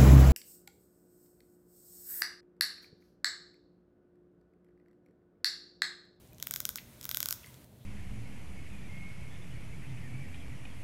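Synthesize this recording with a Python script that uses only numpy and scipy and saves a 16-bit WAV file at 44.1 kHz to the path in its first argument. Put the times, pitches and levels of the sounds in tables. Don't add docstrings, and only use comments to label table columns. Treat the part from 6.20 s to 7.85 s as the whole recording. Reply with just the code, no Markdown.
import sys
import numpy as np
from scipy import signal
from scipy.fft import rfft, irfft
from scipy.io import wavfile
from scipy.ndimage import uniform_filter1d

SR = 44100
rng = np.random.default_rng(int(sys.argv[2]) if len(sys.argv) > 2 else 0)


def generate_wav(sig):
    pcm = np.round(np.clip(np.atleast_2d(sig).T, -1, 1) * 32767).astype(np.int16)
    wavfile.write(sys.argv[1], SR, pcm)


def convert_level_to_amplitude(level_db):
    exponent = np.asarray(level_db, float) / 20
    return 10 ** exponent


N = 72765


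def coloured(points):
    hz, db = np.array(points).T
    f = np.arange(N // 2 + 1) * SR / N + 1
    curve_db = np.interp(np.log(f), np.log(hz), db, left=-60, right=-60)
    x = irfft(rfft(rng.standard_normal(N)) * convert_level_to_amplitude(curve_db), N)
    return x / x.std()


def walk(rate):
    k = int(SR / rate)
    steps = np.repeat(rng.standard_normal(N // k + 1), k)
    return 1.4 * uniform_filter1d(uniform_filter1d(steps, k), k)[:N]


def lowpass(x, order, hz):
    return signal.sosfilt(signal.butter(order, hz, fs=SR, output="sos"), x)


def highpass(x, order, hz):
    return signal.sosfilt(signal.butter(order, hz, "high", fs=SR, output="sos"), x)


def add(out, s, x):
    i = int(s * SR)
    out[i:i + len(x)] += x[:N - i]


def ventilation_rumble():
    # (frequency [Hz], level [dB])
    rumble_colour = [(15, -42), (28, -19), (55, -3), (130, -2), (280, -10.5), (420, -15), (750, -20),
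                     (1500, -48.5)]
    return coloured(rumble_colour) * convert_level_to_amplitude(-58 + 0.75 * walk(6.2))


def ventilation_hums():
    # (centre [Hz], width [Hz], level [dB])
    hum_bands = [
        (611.5, 31, -74),
        (235.4, 37, -72),
        (130.2, 6.6, -66.5),
        (4030, 440, -85),
    ]
    total = np.zeros(N)
    for hz, wide, db in hum_bands:
        total += convert_level_to_amplitude(db) * coloured([(hz - 2 * wide, -25), (hz, 0), (hz + 2 * wide, -25)])
    return total


def phone_hiss():
    # (frequency [Hz], level [dB])
    hiss_colour = [(530, -84), (900, 13.5), (1320, 8.5), (1440, 9.5), (3590, 8), (4980, 5), (15200, 7.5),
                   (16000, -3)]
    # (time [s], level [dB])
    hiss_gate = [
        (0, -63.5),
        (.17, -69),
        (.22, -65.5),
        (.8, -61),
        (1.199, -61),
        (1.44, -63),
        (1.47, -69),
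        (1.65, -68.5),
    ]
    gate_s, gate_db = np.array(hiss_gate).T
    hiss_db = np.interp(np.arange(N) / SR, gate_s, gate_db)
    return coloured(hiss_colour) * convert_level_to_amplitude(hiss_db + 0.8 * walk(12))


def bedding_rustle():
    start_s, rise_s, hz, width_hz = 1.57, 0.04, 3400, 1100
    cloth = coloured([(hz - width_hz, -20), (hz, 0), (hz + width_hz, -12)])
    fade_in = np.clip((np.arange(N) / SR - start_s) / rise_s, 0, 1)
    return cloth * convert_level_to_amplitude(-74 + 1.5 * walk(45.8)) * fade_in


def room():
    # (delay [s], level [dB])
    wall_slaps = [
        (.0076, -24),
        (.0101, -21),
        (.0128, -27),
        (.0147, -23),
        (.018, -27),
    ]
    early_db, early_t60_s = -17, 0.072
    tail_db, tail_t60_s, tail_top_t60_s, tail_start_s = -11, 0.48, 0.35, 0.0047
    t = np.arange(SR // 2) / SR
    fade = -np.log(1000) * t

    slaps = np.zeros(len(t))
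    for s, db in wall_slaps:
        i = int(s * SR)
        tap = rng.standard_normal(24) * np.exp(-np.arange(24))
        slaps[i:i + 24] += convert_level_to_amplitude(db) * tap / np.linalg.norm(tap)
    slaps = highpass(slaps, 1, 3500)

    echoes = rng.standard_normal(len(t)) * convert_level_to_amplitude(2.67 * rng.standard_exponential(len(t)))
    low = lowpass(echoes, 2, 8000)
    tail = low * np.exp(fade / tail_t60_s) + (echoes - low) * np.exp(fade / tail_top_t60_s)
    tail *= np.clip(t / tail_start_s - 0.5, 0, 1)
    early = echoes[::-1] * np.exp(fade / early_t60_s) * (t > wall_slaps[0][0])
    early *= convert_level_to_amplitude(early_db) / np.linalg.norm(early)
    tail *= convert_level_to_amplitude(tail_db) / np.linalg.norm(tail)
    return slaps + early + tail


def walls_colour(x):
    # (centre [Hz], width [Hz], share added)
    wall_bands = [
        (6020, 640, 0.15),
        (13500, 1600, -0.27),
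        (7500, 1400, -0.24),
        (11300, 2400, 0.3),
    ]
    for hz, wide, share in wall_bands:
        x = x + share * signal.lfilter(*signal.iirpeak(hz, hz / wide, fs=SR), x)
    return signal.sosfilt(signal.ellip(8, 1, 50, 15750, fs=SR, output="sos"), x)


def ring(hz, t60, late=0., phase=0.):
    t = np.clip(np.arange(2048) / SR - late, 0, None)
    swell = 1 - np.exp(-t / 0.0001)
    return np.sin(2 * np.pi * hz * t + phase) * np.exp(-np.log(1000) * t / t60) * swell


def tooth(db, held_db, lower_db, upper_db, loose=1):
    # (frequency [Hz], level [dB], t60 [s])
    tooth_modes = [(2117, -14.5, 0.0048), (3300, -9.5, .005), (3910, -11, .005), (5397, 0, 0.0023),
                   (6660, -3, 0.0029), (8070, -4.5, 0.003), (9650, -9.5, 0.0057), (11380, -2, 0.0023),
                   (12910, -3.5, 0.0049), (13580, 0.5, 0.0044), (15130, -7, 0.0051), (15940, -4.5, 0.0062)]
    slip_s, scatter_db, detune, phase_spread = 0.000206, 1.2, 0.018, 0.32
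    chance = loose * rng.standard_normal((len(tooth_modes), 4))
    teeth_part = 0
    for k, (hz, mode_db, t60) in enumerate(tooth_modes):
        louder, sharper, later, turned = chance[k]
        mode_db = mode_db + scatter_db * louder
        if hz < 4500:
            mode_db += lower_db
        elif hz < 12000:
            mode_db += upper_db
        hz = hz * (1 + detune * sharper)
        late = slip_s * abs(later)
        phase = np.pi * (k + phase_spread * turned) + 2 * np.pi * hz * late
        teeth_part = teeth_part + convert_level_to_amplitude(mode_db) * ring(hz, t60, late, phase)
    spine = convert_level_to_amplitude(-26) * ring(1526, 0.024, slip_s)
    held_spine = convert_level_to_amplitude(-21 + held_db) * ring(1235, 0.0069, slip_s)
    return convert_level_to_amplitude(db) * (teeth_part / 2 + spine - held_spine)


def comb():
    # (time [s], peak [dB], held spine mode [dB], lower modes [dB], upper modes [dB])
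    snaps = [(0.2252, -18.5, -9.5, 7.5, 2.5), (0.2696, -17, -3, 3.5, -3), (0.3088, -15, -1.5, 2, 1),
             (0.3375, -14, -5, 0, -2.5), (0.3599, -15.5, -1, 4.5, 1.5), (0.4021, -15.5, -0.5, 1.5, 0.5),
             (0.4519, -14, -3, 2.5, 3), (0.4898, -13, 0, -1, -1), (0.5566, -15, 0, -5, 0),
             (0.8523, -19, 2.5, 1, -2.5), (0.8905, -15.5, -1, -0.5, 0), (0.912, -14.5, -2, 3.5, -2.5),
             (0.9451, -12, -6.5, 1.5, -4), (0.9701, -13, -2.5, 2, 0), (1.0029, -13.5, 0.5, 3, -2),
             (1.0277, -12.5, -3, 1, 1), (1.057, -13, 1, -1, -1.5), (1.086, -14.5, 2.5, -3.5, 2.5),
             (1.1077, -13.5, -0.5, -6, -2.5), (1.1248, -15.5, 1.5, 0, 4.5)]
    # (time [s], peak [dB], lower and upper modes [dB])
    grazes = [(0.1822, -41, 6.5), (.1990, -32.5, 1), (0.5742, -30.5, 5.5), (0.811, -31.5, 5),
              (.8280, -38, 9), (0.831, -40, -2), (0.836, -31, -2), (.8420, -29.5, 3.5), (0.85, -42, 0),
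              (.864, -40, 8), (0.2233, -52, 9), (0.2674, -28, -7), (0.3985, -33, -9), (1.107, -27, 11.5),
              (1.2605, -40.5, 3), (1.3418, -51, 14), (1.443, -44.5, 2), (0.1312, -39, -5),
              (1.236, -56, -12)]
    # (time [s], peak [dB], pitch [Hz], t60 [s])
    ticks = [(.0745, -41, 7700, 0.0012), (.1255, -57, 2470, 0.03), (.1462, -42.5, 6400, 0.0022),
             (.2000, -35, 3300, 0.0046), (.5840, -32.5, 2030, 0.0086), (.5842, -31, 2900, 0.005),
             (0.5865, -28, 4160, 0.002), (.5885, -46, 2480, 0.018), (.590, -46, 4500, 0.012),
             (.592, -43, 3500, 0.0063), (1.232, -46, 3300, 0.0042), (1.234, -45.5, 2600, 0.0098),
             (1.2445, -42, 2080, 0.015), (1.242, -43, 2940, 0.0056), (1.262, -51, 4510, 0.018),
             (1.271, -47, 8750, 0.017), (1.2705, -50.5, 2090, 0.026)]
    lag_s = 0.0010
    near, far = np.zeros(N), np.zeros(N)
    strokes = list(snaps) + [(s, db, -3, modes_db, modes_db) for s, db, modes_db in grazes]
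    for s, db, held, lower, upper in strokes:
        add(near, s + lag_s, tooth(db, held, lower, upper))
        add(far, s + lag_s, tooth(db, held, -3.5 + lower / 2, -2 + upper / 2, loose=0.6))
    for s, db, hz, t60 in ticks:
        tick = convert_level_to_amplitude(db) * ring(hz, t60)
        add(near, s, tick)
        add(far, s, tick)
    return highpass(near, 2, 600), walls_colour(far)


def scene():
    background = ventilation_hums() + ventilation_rumble() + phone_hiss() + bedding_rustle()
    near, far = comb()
    echo = signal.fftconvolve(far, room())[:N]
    return (near + echo + background)[None]


def low_pass(x):
    return signal.sosfilt(signal.butter(12, 17140, fs=SR, output="sos"), x)


def record(dry):
    top_cut = signal.butter(10, 16200, fs=SR, output="sos")
    mix = signal.sosfiltfilt(top_cut, dry)
    return low_pass(mix)


dry = scene()
out = record(dry)
generate_wav(out)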